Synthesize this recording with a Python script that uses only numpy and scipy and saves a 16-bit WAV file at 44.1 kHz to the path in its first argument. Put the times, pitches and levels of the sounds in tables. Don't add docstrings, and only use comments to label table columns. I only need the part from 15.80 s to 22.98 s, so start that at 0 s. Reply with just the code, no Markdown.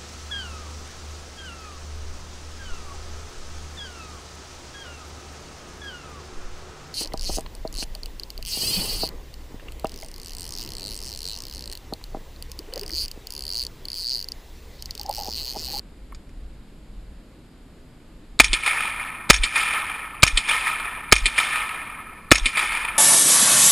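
import sys
import numpy as np
from scipy import signal
from scipy.fft import rfft, irfft, next_fast_len
from scipy.io import wavfile
from scipy.ndimage import uniform_filter1d

SR = 44100
rng = np.random.default_rng(int(sys.argv[2]) if len(sys.argv) > 2 else 0)


def volts(x):
    e = np.asarray(x, float) / 20
    return 10 ** e


def to_wav(s):
    ch = np.atleast_2d(s).T
    pcm = np.round(np.clip(ch, -1, 1) * 32767)
    wavfile.write(sys.argv[1], SR, pcm.astype(np.int16))


N = 316638

# [t/s, far echo level/dB, roar length/s, gas push level/dB, gas push f/Hz]
SHOTS = [
    (2.5975, -1, 0.01, 6.5, 260),
    (3.4990, 0, .0105, 8.5, 300),
    (4.4301, 0.5, 0.0087, -5, 331),
    (5.3219, 0, 0.0083, 1.5, 584),
    (6.5142, 0, 0.01, 5, 558),
]
# [t/s, level/dB, hammer level of that cycle/dB]
BOLT = [
    (2.641, -2, -13),
    (3.539, 0.5, -10),
    (4.473, -3, -11.5),
    (5.361, -6, -12.5),
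    (6.553, -1.5, -14),
]
# [f/Hz, level/dB]
STEEL = [(200, -16), (1000, -21), (1700, -1.5), (2500, 1.5), (3500, 3), (4500, 5), (6000, 9)]


def evened(x):
    return x / np.sqrt(np.mean(x ** 2) + 1e-20)


def read(points, hz):
    f, value = np.transpose(points)
    return np.interp(np.log(hz + 1), np.log(f + 1), value)


def add(mix, s, sound):
    part = mix[round(s * SR):][:len(sound)]
    part += sound[:len(part)]


def coloured(x, db_of):
    gain_db = np.maximum(db_of(abs(np.fft.fftfreq(8192, 1 / SR))), -100)
    log_gain = np.log(volts(gain_db))
    phase = -signal.hilbert(log_gain).imag
    taps = np.fft.ifft(np.exp(log_gain + 1j * phase)).real[:4096]
    return signal.oaconvolve(x, taps)[:len(x)]


def case_db(hz, base_db=-24):
    # [f/Hz, width/Hz, level/dB]
    resonances = [(957, 333, -12), (1284.5, 79, -3), (1796, 120, -5.5), (2162, 51, -3.5), (2407, 133, -1),
                  (3080, 81, -16), (3074, 120, -15.5), (3480, 340, -15.5), (5450, 400, -23)]
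    power = sum(volts(2 * db) / (1 + (2 * (hz - f) / width) ** 2) for f, width, db in resonances)
    return 10 * np.log10(power + volts(2 * base_db))


def cased(x, source):
    def db_of(f):
        return read(source, f) + case_db(f) - 40 * (f > 6300)

    hz = np.linspace(0, SR / 2, 2000)
    return coloured(x, db_of) / np.sqrt(np.mean(volts(2 * db_of(hz))))


def knocks(events, source, rise_s=0.00016, spike=1.0, rattle_db=4.5):
    out, t = np.zeros(N), np.arange(6000) / SR
    for s, db, t60_s in events:
        hiss, lumps = rng.standard_normal((len(t), 2)).T
        rattle = volts(rattle_db * evened(uniform_filter1d(lumps, 30)))
        crack = 0.6 + spike * np.exp(-t / 0.0018)
        shape = volts(db - 60 * t / t60_s) * np.minimum(t / rise_s, 1) * crack
        add(out, s, shape * rattle * hiss * 0.5)
    return cased(out, source)


def in_cycle(times, part, db=0):
    delay_s, part_db, t60_s = part
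    return np.transpose(np.broadcast_arrays(times + delay_s, db + part_db, t60_s))


def blasts(db=18, rise_s=0.0014, fall_s=0.00091):
    # [f/Hz, level/dB]
    colour = [(60, -1.5), (300, 10.5), (700, -2), (1300, -2.5), (2300, 2.5), (3500, 0), (6000, 13.5)]
    out, t = np.zeros(N), np.arange(2000) / SR
    for s, _, hold_s, push_db, push_hz in SHOTS:
        decay = np.exp(-np.maximum(t - hold_s + 0.0017, 0) / fall_s)
        shape = np.minimum(t / rise_s, 1) ** 3 * decay
        roar = volts(db) * cased(rng.standard_normal(2 * len(t)), colour)[len(t):]
        push = volts(push_db) * np.sin(2 * np.pi * (push_hz * t + rng.random()))
        add(out, s, shape * (roar + push))
    return out


def echoes(trunks_db=0.7, clumps_db=2.0, slap_s=0.0018, crack=2.3):
    # [delay/s, level/dB, build-up/(dB/s), fade/(dB/s)]
    woods = [
        (0.014, -12, 3401, 1141),
        (0.069, -28, 98, 203),
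        (0.149, -22, 405, 162),
        (0.264, -16.5, 453, 57.5),
        (.3, -22.5, 107, 87),
        (0.458, -19.5, 77, 98.5),
        (0.622, -26.5, 57, 34.5),
    ]
    # [t/s, level over diffuse echo/dB]
    slaps = [(2.8607, -1), (2.8757, 3), (3.005, 1), (3.195, -7), (3.221, -2), (3.756, 4), (3.762, -25),
             (3.777, -1), (3.905, -7), (3.935, -2), (4.096, 4), (4.685, 2.5), (4.691, 0), (4.711, -2.5),
             (4.869, 0), (4.998, 3), (5.053, -4), (5.5787, 7), (5.5847, -3), (5.5997, 3.5), (5.7577, 1.5),
             (5.8897, 5), (6.771, 3.5), (6.792, -3), (6.92, -4), (6.95, -3), (7.049, 2), (7.082, 2)]
    # [f/Hz, loss/(dB/s)]
    air_loss = [(300, -6), (1000, -12), (2500, 2), (4000, 16), (6000, 31.5)]
    # [f/Hz, level/dB]
    colour = [(60, -17), (300, -7.5), (600, -7.5), (1000, -2.5), (3000, 5), (4500, 5.5), (6000, 9)]
    out, t = np.zeros(N), np.arange(round(1.5 * SR)) / SR
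    trunks = volts(trunks_db * evened(uniform_filter1d(rng.standard_normal(len(t)), 150)))
    returns = sum(volts(2 * (db - np.maximum(rise * (at - t), fade * (t - at))))
                  for at, db, rise, fade in woods)
    for s, far_db, *_ in SHOTS:
        delay, slap_db = np.transpose([(at - s, db) for at, db in slaps if 0 < at - s < 0.8])
        after = np.maximum(t[:, None] - delay, 0) / slap_s
        bumps = after * np.exp(1 - after)
        scatter = trunks * (1 + bumps @ volts(slap_db)) * rng.standard_normal(len(t))
        scatter[np.round((delay + 0.0008) * SR).astype(int)] += crack * volts(slap_db)
        hz, frame_t, z = signal.stft(scatter, SR, nperseg=256)
        patches = uniform_filter1d(rng.standard_normal(z.shape), 5, 0)
        clumps = evened(uniform_filter1d(patches, 4, 1))
        colour_db = clumps_db * clumps - read(air_loss, hz)[:, None] * frame_t
        roar = signal.istft(z * volts(colour_db), SR, nperseg=256)[1][:len(t)]
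        add(out, s, volts(far_db * (t > 0.245)) * np.sqrt(returns) * roar)
    return cased(out, colour)


def bolt():
    # [t/s, level/dB]
    landing = [
        (2.7311, -2.5),
        (3.634, -4),
        (4.572, -3),
        (5.4562, -3),
        (6.6565, -3),
    ]
    # [delay/s, level/dB, t60/s]
    bounces = [
        (0, 3, .08),
        (.0058, 0, .052),
        (0.011, -21, .06),
    ]
    # [delay/s, level/dB, t60/s]
    clack = (.002, -1, 0.028)
    # [delay/s, level/dB, t60/s]
    pin = (-0.0028, -12, 0.083)
    # [f/Hz, level/dB]
    home_colour = [(100, -17), (250, 3), (1000, -18.5), (1600, -17), (2000, 2), (2500, 2.5), (3500, 8.5),
                   (4500, 9), (6000, -1.5)]
    shot = np.transpose(SHOTS)[0]
    rear, rear_db, _ = np.transpose(BOLT)
    home, home_db = np.transpose(landing)
    hits = np.concatenate([in_cycle(home, bounce, home_db) for bounce in bounces] + [in_cycle(shot, pin)])
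    stop = knocks(in_cycle(rear, (0, 0, 0.07), rear_db), STEEL, rise_s=0.0081)
    strike = knocks(in_cycle(rear, clack, rear_db), STEEL, rise_s=0.00064)
    return stop + strike + knocks(hits, home_colour, rise_s=0.00056, spike=0.3, rattle_db=4.0)


def hammer():
    # [delay/s, level/dB, t60/s]
    fall = (-.0066, 0, 0.032)
    # [f/Hz, level/dB]
    colour = [(200, -16), (1000, -2), (2000, 7), (3000, -3), (4000, 26.5), (6000, 12.5)]
    return knocks(in_cycle(np.transpose(SHOTS)[0], fall, np.transpose(BOLT)[2]), colour)


def spring():
    # [delay/s, level/dB, t60/s]
    turn_round = (.0826, -20.5, 0.047)
    # [f/Hz, level/dB]
    colour = [(2000, -22), (3000, -8), (3500, 5), (4000, 2), (6000, -28)]
    return knocks(in_cycle(np.transpose(SHOTS)[0], turn_round), colour, rise_s=0.00064)


def brass():
    # [delay/s, level/dB, t60/s]
    scrape = (-0.0085, -8.5, 0.089)
    # [t/s, peak level/dB]
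    hits = [
        (2.6494, -16),
        (2.6604, -17),
        (3.552, -15),
        (3.5616, -10),
        (4.49, -21),
        (5.3803, -13),
        (6.5635, -26),
        (6.574, -16),
        (6.5793, -9),
    ]
    # [f/Hz, level/dB]
    colour = [(1000, 0.5), (2500, -1.5), (4000, 9), (5000, 9), (5600, 27), (6000, 8.5)]
    events = [*in_cycle(np.transpose(BOLT)[0], scrape), *[(s, db, 0.052) for s, db in hits]]
    return knocks(events, colour, rise_s=0.0014)


def thuds():
    # [buffer stop t/s, buffer level/dB, recoil level/dB, kick level/dB]
    body = [
        (2.6905, -18, -24, -11),
        (3.5895, -15, -20.5, -18),
        (4.527, -15, -27, -8),
        (5.4165, -16.5, -24, -9),
        (6.612, -16.5, -26, -12),
    ]
    out, t = np.zeros(N), np.arange(9000) / SR

    def swing(hz, tau_s):
        return (t / tau_s * np.exp(1 - t / tau_s)) ** 2 * np.sin(2 * np.pi * hz * t)

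    for (s, *_), (stop, stop_db, recoil_db, kick_db) in zip(SHOTS, body):
        add(out, s + 0.00078, volts(kick_db) * swing(85, 0.004))
        add(out, s - 0.002, volts(recoil_db) * swing(49, 0.033))
        add(out, stop, volts(stop_db) * swing(31, 0.021))
    return out


def handling():
    # [t/s, peak level/dB, t60/s]
    clicks = [
        (0.347, -26.5, 0.024),
        (0.3544, -39, 0.04),
    ]
    stock_knock = [
        (.3222, -23, .022),
    ]
    tap = [
        (0.4915, -37, 0.035),
    ]
    # [f/Hz, level/dB]
    latch_colour = [(200, -23), (1000, -7), (2000, 2), (3000, -3), (4000, 21), (5200, 22), (6000, 10)]
    stock_colour = [(400, -10), (900, 2), (1100, 14), (1300, 2), (2200, -13), (4000, -23)]
    return knocks(clicks, latch_colour) + knocks(stock_knock, stock_colour) + knocks(tap, STEEL, rise_s=0.00064)


def mirror(rifle):
    # [f/Hz, level/dB]
    strength = [(5700, -41), (6000, -0.5), (7000, -3), (8500, -7), (9700, -12), (10800, -18.5),
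                (11400, -29.5), (12000, -66), (12500, -23), (13300, -19), (13600, -23.5), (14000, -40.5),
                (16000, -26)]
    slow_hz = 12000
    folded = 2 * np.cos(2 * np.pi * slow_hz * np.arange(N) / SR) * rifle
    return coloured(folded, lambda f: read(strength, f))


def port_difference(middle):
    # [f/Hz, level/dB]
    ports = [(40, -16), (150, -10), (500, -22), (1500, -33.5), (5000, -22.5), (15000, -28)]
    n_fft = next_fast_len(N)
    gain = volts(read(ports, np.fft.rfftfreq(n_fft, 1 / SR)))
    return irfft(1j * rfft(middle, n_fft) * gain, n_fft)[:N]


def hush(spectrum, patchy_db, window=1024):
    # [f/Hz, level/dB]
    apart_db = [(60, -37), (110, -14.5), (200, -21.5), (380, -16.5), (700, -12), (1290, -10), (2380, -10),
                (4400, -5), (8120, -7), (15000, -25)]
    n_frames, hz = 4 * N // window + 5, np.fft.rfftfreq(window, 1 / SR)
    a, b, c, d, patches = rng.standard_normal((n_frames, len(hz), 5)).T
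    patches = evened(uniform_filter1d(uniform_filter1d(patches, 10, 0), 14, 1))
    mid = a + 1j * b
    side = (c + 1j * d) * volts(read(apart_db, hz))[:, None]
    gain = volts(read(spectrum, hz)[:, None] + patchy_db * patches)
    z = np.array([mid + side, mid - side]) * gain
    return evened(signal.istft(z, nperseg=window, noverlap=window * 3 // 4)[1][:, :N])


def wind():
    # [t/s, level/dB]
    course = [(0, -47.5), (.33, -36.5), (.45, -41.5), (.62, -35), (.75, -41.5), (.93, -47), (1.05, -45),
              (1.3, -36), (1.42, -47), (1.72, -50), (1.82, -46), (2.0, -48.5), (2.5, -46.5), (3.3, -49.5),
              (4.3, -48.5), (5.3, -45.5), (6.2, -53.5), (7.18, -45)]
    # [f/Hz, density/dB per Hz]
    gust = [(8, -30.5), (14, 2.5), (32, -3), (46, 3.5), (58, -7.5), (75, -13), (100, -27), (160, -68.5)]
    return volts(np.interp(np.arange(N) / SR, *np.transpose(course))) * hush(gust, 0.93, window=8192)


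def air_floor():
    # [f/Hz, density/dB per Hz]
    spectrum = [(65, -5), (110, -4.5), (245, -4.5), (301, -7.5), (327, -9.5), (792, -21), (4940, -31.5),
                (5950, -44), (7010, -34), (10800, -40), (12000, -39.5), (13500, -48), (15000, -86)]
    return volts(-49) * hush(spectrum, 0.35)


def scene(headroom=1.88):
    # [f/Hz, level/dB]
    guard = [(5000, -4.5), (5500, -8), (5850, -12.5), (6000, -21.5), (6300, -65.5)]
    action = hammer() + bolt() + spring() + brass() + handling()
    rifle = headroom * np.tanh((blasts() + echoes() + action) / headroom)
    rifle = coloured(rifle, lambda f: read(guard, f))
    middle = rifle + mirror(rifle) + thuds()
    side = port_difference(middle)
    return middle + np.array([side, -side]) + wind() + air_floor()


def top_cut(x):
    return signal.sosfilt(signal.butter(12, 15670, fs=SR, output="sos"), x)


def record(dry, side_kept_db=-12, overload_db=-37):
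    # [f/Hz, level/dB]
    masked = [(10900, -90), (11200, -50), (13700, -42), (14000, -25.5), (16000, -27)]
    left, right = np.clip(dry, -1, 1)
    hz, _, z = signal.stft([left + right, left - right], SR, nperseg=512)
    mid, side = uniform_filter1d(uniform_filter1d(abs(z / 2) ** 2, 9, 1), 5, 2)
    loudest = mid[hz > 600].max(0)
    heard = mid > loudest * volts(2 * read(masked, hz))[:, None]
    wide = side > mid * volts(2 * side_kept_db)
    overloaded = mid.mean(0) > volts(2 * overload_db)
    apart = wide | (hz < 750)[:, None] | overloaded
    mid, side = signal.istft(z * [heard, heard & apart], SR, nperseg=512)[1][:, :N] / 2
    return top_cut(np.array([mid + side, mid - side]))


dry = scene()
out = record(dry)
to_wav(out)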